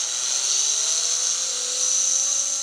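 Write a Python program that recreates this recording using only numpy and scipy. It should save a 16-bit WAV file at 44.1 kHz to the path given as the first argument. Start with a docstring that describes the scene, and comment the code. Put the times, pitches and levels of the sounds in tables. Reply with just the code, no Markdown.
"""A small twin electric motor, fed through hand-held probes, spins up two brass flywheels on a wooden table.
From the start the bearings rumble and the brushes chatter once a turn. As the rotors gain speed, their
shaft orders climb through the resonances of frame and table, and the commutator's grain gives the brush
rasp broad rising bands that flare as they cross the ringing of the metal near 6 kHz. Near 1.7 s the fast
rotor's second order swells to its peak, then recedes while both rotors go on accelerating."""
import sys
import numpy as np
from scipy import signal
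from scipy.fft import rfft, irfft, next_fast_len
from scipy.io import wavfile
from scipy.ndimage import map_coordinates

SR = 44100
rng = np.random.default_rng(int(sys.argv[2]) if len(sys.argv) > 2 else 0)


def inscribe(sig):
    """Save sig as 16-bit PCM at rate SR to the path in sys.argv[1].

    A 1-D sig is mono; a 2-D sig holds one channel per row.
    Samples are clipped to [-1, 1] before scaling.
    """
    pcm = np.round(np.clip(np.atleast_2d(sig).T, -1, 1) * 32767)
    wavfile.write(sys.argv[1], SR, pcm.astype(np.int16))


N = 115542


def amp(db):
    """Decibels to amplitude ratio."""
    return 10 ** (np.asarray(db) / 20)


def unit(x):
    """Normalisation to rms 1."""
    return x / np.sqrt(np.mean(x ** 2) + 1e-20)


def along(points, hz):
    """Interpolation on a logarithmic frequency axis."""
    f, v = np.transpose(points)
    return np.interp(np.log(hz + 1), np.log(f + 1), v)


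def curves(rows):
    """Linear interpolation in time, one curve per value column."""
    times, *columns = np.transpose(rows)
    return [np.interp(np.arange(N) / SR, times, c) for c in columns]


def wobble(rate):
    """Smooth random modulation, rate knots a second."""
    return map_coordinates(rng.standard_normal(4096), [np.arange(N) * rate / SR], mode="wrap")


def filtered(x, response):
    """Linear filtering: the spectrum times a frequency response."""
    m = next_fast_len(N + SR // 2)
    return irfft(rfft(x, m) * response(np.fft.rfftfreq(m, 1 / SR)), m)[:N]


def coloured(x, spectrum):
    """Spectral shaping by (Hz, dB) points, at rms 1."""
    return unit(filtered(x, lambda hz: amp(along(spectrum, hz))))


def resonate(x, modes):
    """Resonance: steep-sided modes ring on after each burst, at rms 1."""
    def response(f):
        power = sum(amp(db) ** 2 / (1 + ((f - hz) / width) ** 2) ** 2 for hz, width, db in modes)
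        high_pass = f ** 2 / (f ** 2 + 1500 ** 2)
        cepstrum = irfft(np.log(power * high_pass + 1e-12))
        cepstrum[0] = cepstrum[len(cepstrum) // 2:] = 0  # minimum phase, hence causal
        return np.exp(rfft(cepstrum))
    return unit(filtered(x, response))


def room(x, t60_s=0.14):
    """Reverberation: a small room's diffuse tail decays exponentially."""
    t = np.arange(SR // 3) / SR
    tail = rng.standard_normal(len(t)) * amp(-60 * t / t60_s)
    return signal.fftconvolve(x, tail / np.linalg.norm(tail))[:N]


# Bearing rumble. Each row: time in seconds, level in dB.
RUMBLE_LEVEL = [(0.0, -41), (0.07, -44), (0.31, -40), (0.69, -45), (0.86, -42.5), (0.92, -42.5),
                (2.57, -48), (2.62, -47.5)]
# Its spectrum. Each row: frequency in Hz, relative level in dB.
RUMBLE_SPECTRUM = [(25, -33), (40, -25), (55, -21), (75, -23), (100, -10), (200, -12), (320, -7),
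                   (420, -5.5), (550, 0.5), (800, 1.5), (1000, -4.5), (1200, 2.5), (1400, 7), (1700, -4),
                   (1920, 1.5), (2150, -2), (2500, 3), (3500, -34.5)]

def bearings():
    """Structure-borne sound: rolling noise is carried into the table top."""
    return amp(curves(RUMBLE_LEVEL)[0]) * coloured(rng.standard_normal(N), RUMBLE_SPECTRUM)


# Shaft orders of each rotor. Each row: multiple of the rotation rate, relative level in dB.
SLOW_ROTOR_ORDERS = [(3, -56.5), (4, -78), (6, -57), (9, -56), (12, -64.5), (18, -61)]
FAST_ROTOR_ORDERS = [(1, -54), (4, -59), (5, -52.5), (6, -61), (7, -56.5), (8, -66)]
# Radiation from frame and table. Each row: frequency in Hz, gain in dB.
FRAME_RESPONSE = [(165, -7), (220, -16), (240, -9), (255, -4), (275, -7), (350, -10), (410, 3), (455, -7),
                  (500, 6), (530, 6), (550, -1), (610, -2), (650, 5), (720, -3), (830, 1), (880, 0),
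                  (935, 3), (990, -11), (1110, 1), (1220, -1), (1280, -5), (1430, 2), (1610, -1),
                  (1660, -11), (2100, -9), (3500, 1)]

def rotor(speed_hz, orders, reference_hz, flutter_db, wander_rad):
    """Forced vibration: shaft harmonics grow with speed and radiate through the frame's resonances."""
    angle = 2 * np.pi * np.cumsum(speed_hz) / SR + wander_rad * wobble(20)
    drive_db = 8 * np.log2(speed_hz / reference_hz)  # 8 dB per octave
    sound = np.zeros(N)
    for order, db in orders:
        level_db = db + drive_db + along(FRAME_RESPONSE, order * speed_hz) + flutter_db * wobble(18)
        sound += np.sqrt(2) * amp(level_db) * np.sin(order * angle + rng.uniform(0, 2 * np.pi))
    return sound


# Fast rotor's strongest orders, swelling at table resonances. Each row: time in seconds, level in dB.
SECOND_ORDER_LEVEL = [(0, -65), (.3, -66), (.5, -54), (.8, -54), (1.15, -63), (1.42, -55), (1.6, -45.5),
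                      (1.74, -42.7), (1.88, -46), (1.97, -51), (2.4, -50), (2.62, -54)]
THIRD_ORDER_LEVEL = [(0, -55), (.2, -58), (.36, -52), (.65, -58), (.84, -48), (1.05, -51), (1.3, -58),
                     (2, -61), (2.28, -53), (2.45, -58), (2.62, -57)]

def hum(speed_hz, order, levels, flutter_db):
    """Amplitude modulation: one shaft harmonic follows a prescribed swell."""
    angle = 2 * np.pi * np.cumsum(speed_hz) / SR
    level_db = curves(levels)[0] + flutter_db * wobble(20)
    return np.sqrt(2) * amp(level_db) * np.sin(order * angle + .06 * wobble(20))


def contact(speed_hz, sharpness, scatter_db, jitter_turns):
    """Quasi-periodic force: one bump a turn, irregular in size and timing."""
    turns = np.cumsum(speed_hz) / SR
    size, shift = rng.standard_normal((1024, 2))[turns.astype(int)].T
    angle = 2 * np.pi * (turns - .5 + jitter_turns * shift)
    bumps = np.exp(sharpness * (np.cos(angle) - 1))
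    return unit(amp(scatter_db * np.clip(size, -2, 2)) * bumps)


# Commutator roughness. Each row: ripples per turn of the slow rotor, gain in dB.
COMMUTATOR_GRAIN = [(16, -2), (19, -2.5), (20.5, 1.5), (21.7, -2.5), (23.3, 1), (24.6, 0), (26.8, 2.5),
                    (29, -2), (31.6, 3.5), (32.7, 4), (34.5, -1.5), (36, -.5), (37.4, 3.3), (39.3, -.5),
                    (42, 1), (44, -1.5), (47.5, 1), (53, -1.5), (56, 1), (58.5, -1), (61, 1), (64, -1),
                    (67, 0)]

def scrape(force, speed_hz, pulsed_share):
    """Sliding friction: noise pulses with the force, in bands at ripple count times rotation rate."""
    noise = rng.standard_normal(N) * np.sqrt(1 - pulsed_share + pulsed_share * force ** 2)
    hz, t, spectra = signal.stft(noise, SR, nperseg=1024)
    per_turn = hz[:, None] / np.interp(t, np.arange(N) / SR, speed_hz)
    return signal.istft(spectra * amp(along(COMMUTATOR_GRAIN, per_turn)), SR, nperseg=1024)[1][:N]


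# Brush hiss. Each row: time in seconds, relative level in dB.
HISS_LEVEL = [(0.0, -36.5), (0.05, -36), (0.35, -32.5), (0.92, -32), (1.02, -32.5), (1.6, -34),
              (1.79, -31.5), (2.37, -34), (2.62, -34.5)]
# Filter for the hiss, strongest near 7 kHz and fading above; its 11.5 kHz dip is not the brushes' sound.
# Each row: frequency in Hz, relative gain in dB.
HISS_FILTER = [(1500, -35), (5000, -17), (6500, -6), (6980, 1), (7170, 0.5), (7280, 1.5), (7450, 1.5),
               (8000, -9.5), (8750, -7), (9500, -10), (10200, -19.5), (10600, -11), (11500, -48.5),
               (13400, -25.5), (15000, -30), (15700, -44)]

def hiss(force, speed_hz, gain_db=1):
    """Filtered friction noise, strongest near 7 kHz."""
    friction = scrape(force, speed_hz, pulsed_share=0.32)
    return amp(gain_db + curves(HISS_LEVEL)[0]) * coloured(friction, HISS_FILTER)


# Brush rasp. Each row: time in seconds, level in dB.
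RASP_LEVEL = [(0, -33.5), (.06, -33.5), (.22, -33), (.31, -30), (.44, -31.5), (.52, -27), (.6, -29.5),
              (.78, -30.5), (1.12, -29.7), (1.18, -33.5), (1.27, -30), (1.6, -31.5), (1.8, -31.5),
              (2.05, -32), (2.18, -34), (2.33, -33), (2.5, -35.3), (2.62, -35.5)]
# Housing resonances. Each row: frequency in Hz, width in Hz, relative level in dB.
HOUSING_MODES = [(2370, 88, -28), (2770, 110, -6), (2990, 164, -5.5), (3385, 470, -6), (3988, 280, 1),
                 (4120, 160, -1.5), (4463, 148, -3), (4635, 280, -8), (5340, 310, -5.5)]

def rasp(force, speed_hz):
    """Source and filter: brush friction drives the housing's resonances."""
    friction = scrape(force, speed_hz, pulsed_share=0.42)
    return amp(curves(RASP_LEVEL)[0]) * resonate(friction, HOUSING_MODES)


# Brush chatter. Each row: time in seconds, level in dB.
CHATTER_LEVEL = [(0, -18), (.02, -23.5), (.06, -26.5), (.22, -27), (.32, -23), (.43, -26.5), (.54, -19.5),
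                 (.7, -22.5), (.95, -24.5), (1.32, -23.5), (1.37, -27.5), (1.5, -26), (1.63, -29.5),
                 (1.78, -28.5), (1.84, -22.5), (1.96, -23), (2.14, -22.5), (2.38, -24), (2.46, -26),
                 (2.62, -27)]
# Ringing metal. Each row: frequency in Hz, width in Hz, relative level in dB.
METAL_MODES = [(5714, 133, -7.5), (6078, 220, -2), (6380, 180, -6), (6540, 53, -4.5)]

def chatter(force, speed_hz):
    """Modal excitation: a friction burst each turn rings the metal near 6 kHz."""
    friction = scrape(force, speed_hz, pulsed_share=0.44)
    return amp(curves(CHATTER_LEVEL)[0]) * resonate(friction, METAL_MODES)


def brushes(slow_hz, fast_hz):
    """Contact excitation: the brushes chatter, rasp and hiss under a slightly wavering pressure."""
    slow_force = contact(slow_hz, sharpness=1.6, scatter_db=1.5, jitter_turns=0.066)
    fast_force = contact(fast_hz, sharpness=1.3, scatter_db=2.5, jitter_turns=0.2)
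    both = unit(np.hypot(slow_force, 1.34 * fast_force))
    pressure = amp(0.29 * wobble(25.43))
    return pressure * (chatter(slow_force, slow_hz) + rasp(both, slow_hz) + hiss(both, slow_hz))


# Spin-up. Each row: time in seconds, slow and fast rotation rates in Hz.
ROTOR_SPEEDS = [(0, 114.9, 163.2), (.4, 133.7, 186.9), (.8, 153.7, 213), (1.2, 168.4, 232.7),
                (1.6, 178.9, 246.9), (2, 186.7, 258.5), (2.62, 198.6, 272.7)]

def scene():
    """Superposition: rotor tones add to the whirr of brushes and bearings and its reverberation."""
    slow_hz, fast_hz = curves(ROTOR_SPEEDS)
    slow = rotor(slow_hz, SLOW_ROTOR_ORDERS, reference_hz=183, flutter_db=3.5, wander_rad=0.041)
    fast = rotor(fast_hz, FAST_ROTOR_ORDERS, reference_hz=263, flutter_db=1.45, wander_rad=0.029)
    second = hum(fast_hz, 2, SECOND_ORDER_LEVEL, flutter_db=0.8)
    third = hum(fast_hz, 3, THIRD_ORDER_LEVEL, flutter_db=0.3)
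    whirr = brushes(slow_hz, fast_hz) + bearings()
    return (slow + fast + second + third + whirr + amp(-12) * room(whirr))[None]


def record(dry):
    """Band limiting: an ideal low-pass at 15650 Hz."""
    return np.array([filtered(ch, lambda hz: hz < 15650) for ch in dry])


dry = scene()
out = record(dry)
inscribe(out)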